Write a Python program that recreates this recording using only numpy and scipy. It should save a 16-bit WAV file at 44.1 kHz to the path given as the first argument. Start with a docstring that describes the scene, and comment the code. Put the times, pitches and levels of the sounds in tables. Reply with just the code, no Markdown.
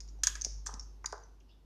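"""A budgie clambers about in a wire cage, close by in a quiet room.
Its claws and beak tick on the bars, which ring faintly; harder hits make the cage rattle and buzz.
Its feet knock on the perch and tray, and its feathers brush along the bars with a soft hiss.
The cage and the room add short echoes. A low mains hum swells and fades underneath."""
import sys
import numpy as np
from scipy import signal
from scipy.fft import rfft, irfft
from scipy.io import wavfile

SR = 44100
rng = np.random.default_rng(int(sys.argv[2]) if len(sys.argv) > 2 else 0)


def materialize(psi):
    """Save the field psi as 16-bit PCM at rate SR to the path in sys.argv[1].

    A 1-D psi becomes a single channel; in a 2-D psi each row is a channel.
    """
    bounded = np.clip(np.atleast_2d(psi).T, -1, 1)
    quanta = np.round(bounded * 32767).astype(np.int16)
    wavfile.write(sys.argv[1], SR, quanta)


N = 72765
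TIME = np.arange(N) / SR

# A "fade" is the time a sound takes to drop by 60 dB. A "share" is a level relative to its source.
# Hard hits on a bar: (time [s], level [dB], treble tilt [dB per octave], rattle share [dB])
HARD_HITS = [(0.2348, -1.5, -0.5, -18.5), (0.2358, -10, -2, -24), (0.2707, -1.5, -1.5, -16.5),
             (0.3524, -23.5, -8, -15), (0.3554, -20, -10, -6), (0.664, -18, 0, -33)]
# The tones of a bar: (pitch [Hz], relative level [dB], fade when gripped [s], fade when free [s])
BAR_TONES = [(1280, -17.5, .03, .1), (1660, -6.5, 0.017, 0.2), (1766, -12, .025, 0.27),
             (2229, -21.5, .02, .2), (2523, -15.5, .025, .3), (3336, -11, 0.019, .35),
             (4146, -12.5, .025, .3), (4760, -7, .018, .25), (5430, -5.5, .018, 0.32),
             (6040, -2.5, .022, .4), (6660, 4, 0.06, 0.27), (7370, -0.5, .016, .25),
             (7440, -13.5, 0.0051, .3), (8160, -7, .015, .25), (9150, -9.5, .012, .2),
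             (11240, -13, .008, .15)]
# Tone colour of the buzzing joints: (frequency [Hz], relative level [dB])
BUZZ_COLOUR = [(300, -26), (850, -11.5), (1600, 1), (2100, -9), (3300, 5), (4500, -3.5), (6500, -0.5),
               (8500, -8), (10500, -18.5), (14000, -20)]
# Claws on the bars:
# (time [s], click level [dB], ring pitch [Hz], ring level [dB], ring fade [s], room share [dB])
CLAW_TICKS = [(.0035, -23.5, 5930, -30, 0.0063, -7), (.0075, -29, 5150, -26.5, 0.0087, -13.5),
              (.077, -36.5, 6790, -41, 0.013, -0.5), (0.086, -36, 5810, -31, 0.044, -22),
              (0.189, -55, 5800, -49.5, 0.0069, 7), (0.234, -12, 7450, -29, 0.0075, -35),
              (0.236, -3.5, 5150, -18, .012, -16), (0.27, -2, 6200, 2, 0.0031, -34),
              (0.354, -17.5, 6430, -30, .012, -19), (0.4113, -22, 6050, -17, 0.014, -8),
              (0.4183, -16, 6710, -10.5, 0.0053, -22.5), (0.4406, -22.5, 5930, -34, 0.0048, 5),
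              (0.447, -11.5, 5970, -7, 0.017, -13.5), (0.4461, -14, 5384, -13, 0.039, -13),
              (0.661, -25.5, 7600, -21.5, 0.004, -23.5), (0.6692, -17.5, 6000, -13.5, 0.003, -11),
              (0.7393, -22, 5520, -22.5, 0.0074, -17.5), (0.795, -24.5, 5440, -17, .022, -18),
              (0.8079, -34, 6230, -31.5, 0.014, -4), (1.058, -19, 6610, -12, .007, -25.5),
              (1.059, -11.5, 4694, -15.5, .009, -12), (1.124, -20.5, 6420, -24.5, .006, -12),
              (1.178, -37, 6270, -40.5, .012, -8), (1.235, -40, 5900, -34, .02, -8.5)]
# Tone colour of a bare click: (frequency [Hz], relative level [dB])
CLICK_COLOUR = [(200, -37), (700, -30), (1200, -15), (2400, -8), (3200, -13.5), (4800, 4), (6800, 10.5),
                (7700, -9), (9300, -5.5), (10000, -16.5), (12000, -18), (14000, -24), (15000, -37)]
# Feet on the perch and tray:
# (time [s], level [dB], low edge [Hz], high edge [Hz], fade [s], room share [dB], thump level [dB])
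FOOT_KNOCKS = [(.186, -41.5, 620, 860, 0.016, -11, -49), (0.2721, -15.5, 966, 1740, 0.0084, -13.5, -54),
               (.449, -28.5, 467, 850, 0.034, -15, -58), (.464, -25, 196, 694, 0.014, -9, -45),
               (0.663, -22.5, 820, 1830, 0.041, -2.5, -43), (.6895, -21, 782, 1320, 0.033, -5, -32.5),
               (.73, -29, 700, 1240, 0.018, 0.5, -37.5), (.739, -25, 80, 300, 0.016, -13, -34.5),
               (1.0435, -17.5, 854, 1920, 0.016, -8, -34), (1.127, -14.5, 624, 1510, 0.015, -6, -19),
               (1.139, -22.5, 850, 1500, 0.034, -23, -32)]
# Feathers and feet along the bars: (time [s], length [s], level [dB], centre [Hz], width [octaves])
BRUSH_STROKES = [(0, .06, -68, 5500, 0.7), (0.395, .022, -58, 5870, 0.3), (0.479, 0.099, -55, 5700, 0.16),
                 (0.656, 0.039, -48.5, 6000, 0.89), (0.806, 0.063, -59, 5700, 0.42),
                 (1.04, .014, -54, 5870, .4), (1.402, 0.017, -72.5, 2800, 0.55),
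                 (1.399, 0.014, -70, 5550, .5), (1.477, 0.066, -72.5, 2880, 0.23),
                 (1.481, 0.098, -75, 3570, 0.22), (1.478, 0.06, -73, 4850, 0.31)]
# How long the room echoes: (frequency [Hz], fade [s])
ROOM_FADES = [(100, 0.24), (1000, 0.45), (3000, 0.45), (6000, 0.45), (9000, 0.3), (14000, 0.4)]
# Loudness of the hum's lowest tone: (time [s], level [dB])
HUM_SWELL = [(0.02, -48.5), (0.028, -47.5), (0.348, -44), (0.446, -48), (0.492, -43), (0.58, -42),
             (0.642, -46), (0.776, -45), (0.95, -50.5), (1.62, -60.5)]
# The hum's higher tones: (multiple of the lowest pitch, relative level [dB])
HUM_HIGHER_TONES = [(2, -28), (3, -26.5)]
# Tone colour of the room noise: (frequency [Hz], relative level [dB])
AIR_COLOUR = [(30, -16.5), (75, -1.5), (110, -9), (200, -13.5), (270, -9.5), (380, -13), (600, -22.5),
              (900, -21.5), (2000, -34), (2800, -33.5), (5500, -34), (8000, -43), (13700, -43),
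              (15000, -55.5)]
# Loudness of the room noise: (time [s], level [dB])
AIR_LOUDNESS = [(0, -65), (.6, -65), (1.0, -65.5), (1.65, -68.5)]

BUZZ_SHARE_DB, BUZZ_FADE_S, RATTLE_BAND_HZ = -14, 0.28, (23, 380)
RING_RISE_S, RING_WANDER_HZ, CLICK_FADE_S = 0.0012, 220, 0.018
TRAY_HZ, TRAY_FADE_S = 445, 0.024
HIT_ROOM_SHARE_DB, BRUSH_ROOM_SHARE_DB, ECHO_DELAY_S = -13, -5.5, 0.0031


def bar_hits():
    """A hit rings a bar. The bird's grip soon stops it, but the cage rattles on and its joints buzz."""
    hits, buzz = np.zeros(N), np.zeros(N)
    tones = [(hz, db, fading_tone(hz, gripped_s), fading_tone(hz, free_s) * rattle())
             for hz, db, gripped_s, free_s in BAR_TONES]
    for start, db, tilt_db, rattle_db in HARD_HITS:
        ring = np.zeros(N)
        for k, (hz, tone_db, gripped, free) in enumerate(tones):
            gain = from_db(tone_db + tilt_db * np.log2(hz) + rng.normal(0, 1))
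            ring += (-1) ** k * gain * (gripped + from_db(rattle_db) * free)  # every other tone flips
        add(hits, start, from_db(db) * unit(ring))
        fading_noise = unit(rng.standard_normal(N) * fade(BUZZ_FADE_S))
        add(buzz, start, from_db(db + BUZZ_SHARE_DB) * fading_noise)
    return hits + colour(buzz, BUZZ_COLOUR)


def rattle():
    """Loose bars unsettle the ring: a fast, random flutter to multiply a tone by."""
    return np.sqrt(N) * unit(band(rng.standard_normal(N), *RATTLE_BAND_HZ, order=1))


def claw_ticks():
    """A click and a short ring whose pitch depends on where the claw lands. Gives (direct, to room)."""
    clicks, rings = np.zeros((2, N)), np.zeros((2, N))
    t = TIME[:N // 8]
    for start, click_db, hz, ring_db, fade_s, room_db in CLAW_TICKS:
        pitch = hz + RING_WANDER_HZ * wobble(t, step=32)
        loudness = (1 - np.exp(-t / RING_RISE_S)) ** 2 * fade(fade_s, t)
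        ring = from_db(ring_db) * unit(np.sin(2 * np.pi * np.cumsum(pitch) / SR) * loudness)
        click = from_db(click_db) * soften(burst(CLICK_FADE_S), click_db)
        for path, gain in enumerate([1, from_db(room_db)]):
            add(clicks[path], start, gain * click)
            add(rings[path], start, gain * ring)
    return [colour(click, CLICK_COLOUR) + ring for click, ring in zip(clicks, rings)]


def soften(x, db, full_strength_hz=19000, octaves_per_db=0.05):
    """A gentler touch sounds duller, so it loses more treble."""
    cutoff_hz = np.clip(full_strength_hz * 2 ** (octaves_per_db * db), 2000, .45 * SR)
    return signal.sosfilt(signal.butter(3, cutoff_hz, fs=SR, output="sos"), x)


def foot_knocks():
    """A foot lands with a dull knock and a thump of the tray. Gives (direct, to room)."""
    direct, to_room = np.zeros(N), np.zeros(N)
    thump = unit(band(fading_tone(TRAY_HZ, TRAY_FADE_S), TRAY_HZ * 0.91, TRAY_HZ * 2))
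    for start, db, low_hz, high_hz, fade_s, room_db, thump_db in FOOT_KNOCKS:
        knock = from_db(db) * unit(band(burst(fade_s), low_hz, high_hz, order=4))
        knock += from_db(thump_db) * thump[:len(knock)]
        add(direct, start, knock)
        add(to_room, start, from_db(room_db) * knock)
    return direct, to_room


def feather_brushes(grain_db=0.5, rise_fraction=0.31):
    """Feathers and feet rub the bars: a slightly grainy hiss that rises quickly and dies away."""
    strokes = np.zeros(N)
    for start, length, db, hz, octaves in BRUSH_STROKES:
        grain = from_db(grain_db * wobble(TIME, step=128))
        edge_ratio = 2 ** (octaves / 2)
        hiss = band(rng.standard_normal(N) * grain, hz / edge_ratio, hz * edge_ratio, order=3)
        swell = np.interp(TIME - start, [0, length * rise_fraction, length], [0, 1, 0])
        strokes += from_db(db) * unit(hiss) * np.sqrt(N) * swell
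    return strokes


def cage_echo(x, share_db=-12.5, fade_s=0.038):
    """The tray and nearby surfaces throw back quick echoes."""
    echoes = unit(rng.standard_normal(N) * fade(fade_s) * (TIME > ECHO_DELAY_S))
    return from_db(share_db) * through(x, echoes)


def room_echo(x):
    """The room's echoes blur into a tail that dies sooner in the bass and the high treble."""
    edges, tail = np.geomspace(60, 18000, 13), np.zeros(N)
    for low_hz, high_hz in zip(edges, edges[1:]):
        fade_s = at_hz(ROOM_FADES, np.sqrt(low_hz * high_hz))
        tail += band(rng.standard_normal(N), low_hz, high_hz) * fade(fade_s)
    return through(x, unit(tail * (TIME > ECHO_DELAY_S)))


def mains_hum(hz=50):
    """Mains power hums: one low tone and two faint higher ones swell and fade together."""
    phase = 2 * np.pi * hz * TIME
    higher = sum(from_db(db) * np.sin(multiple * phase) for multiple, db in HUM_HIGHER_TONES)
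    return np.sqrt(2) * (np.sin(phase) + higher) * gain_over_time(HUM_SWELL)


def room_noise():
    """A soft, low rush fills the room and eases off near the end."""
    return colour(rng.standard_normal(N), AIR_COLOUR) * gain_over_time(AIR_LOUDNESS)


def fading_tone(hz, fade_s, rise_s=0.0006):
    """One pure tone of a struck object: it starts quickly and dies away."""
    return unit(np.sin(2 * np.pi * hz * TIME) * (1 - np.exp(-TIME / rise_s)) * fade(fade_s))


def burst(fade_s, rise_s=0.0006):
    """Many tones struck at once blend into a short puff of noise."""
    t = TIME[:N // 8]
    loudness = (1 - np.exp(-t / rise_s)) * fade(fade_s, t)
    noise = rng.standard_normal(len(t)) * loudness
    even_noise = irfft(np.exp(1j * np.angle(rfft(noise))), len(t))  # all frequencies equally strong
    return unit(even_noise * np.sqrt(loudness))


def wobble(t, step):
    """A line that glides to a new random value every `step` samples."""
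    return np.interp(t, t[::step], rng.standard_normal(len(t[::step])))


def fade(fade_s, t=TIME):
    """A gain that drops by 60 dB in `fade_s` seconds."""
    return from_db(-60 * t / fade_s)


def from_db(db):
    """Turn decibels into a gain, a number to multiply a sound by."""
    return 10 ** (np.asarray(db) / 20)


def gain_over_time(table):
    """Join a table's (time, level) points into a gain for every sample."""
    return from_db(np.interp(TIME, *np.transpose(table)))


def unit(x):
    """Scale a sound to a total energy of one."""
    return x / np.sqrt(np.sum(x ** 2) + 1e-20)


def at_hz(table, hz):
    """Read between a table's rows, giving each octave equal space."""
    frequencies, values = np.transpose(table)
    return np.interp(np.log(np.maximum(hz, 1)), np.log(frequencies), values)


def band(x, low_hz, high_hz, order=2):
    """Keep the sound between two frequencies."""
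    return signal.sosfilt(signal.butter(order, [low_hz, high_hz], "band", fs=SR, output="sos"), x + 1e-18)


def colour(x, table):
    """Give a sound the tone colour in a table."""
    gains = from_db(at_hz(table, np.arange(N + 1) * SR / (2 * N)))
    # Fold the filter's early half onto its late half, so nothing sounds before the hit.
    folded = irfft(np.log(gains))
    folded[1:N] *= 2
    folded[N + 1:] = 0
    response = irfft(np.exp(rfft(folded)))[:N]
    return through(x, unit(response))


def through(x, response):
    """Let every sample of a sound set off a copy of the response."""
    return signal.fftconvolve(x, response)[:N]


def add(track, start, sound):
    """Mix a sound into a track at `start` seconds."""
    i = int(start * SR)
    track[i:i + len(sound)] += sound[:N - i]


def scene():
    """The bird, its cage and the room, almost alike in both ears."""
    background = mains_hum() + room_noise()
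    hits, brushes = bar_hits(), feather_brushes()
    ticks, ticks_to_room = claw_ticks()
    knocks, knocks_to_room = foot_knocks()
    contacts = hits + ticks + knocks
    to_room = from_db(HIT_ROOM_SHARE_DB) * hits + from_db(BRUSH_ROOM_SHARE_DB) * brushes
    tail = room_echo(to_room + ticks_to_room + knocks_to_room)
    middle = contacts + brushes + cage_echo(contacts) + tail + background
    side = from_db(-19.5) * band(middle, 7500, 15060, order=3)  # only the treble differs between the ears
    return np.array([middle + side, middle - side])


def record(dry, cutoff_hz=14400):
    """Cut off the very highest treble steeply."""
    return signal.sosfilt(signal.ellip(10, .1, 80, cutoff_hz, fs=SR, output="sos"), dry)


dry = scene()
out = record(dry)
materialize(out)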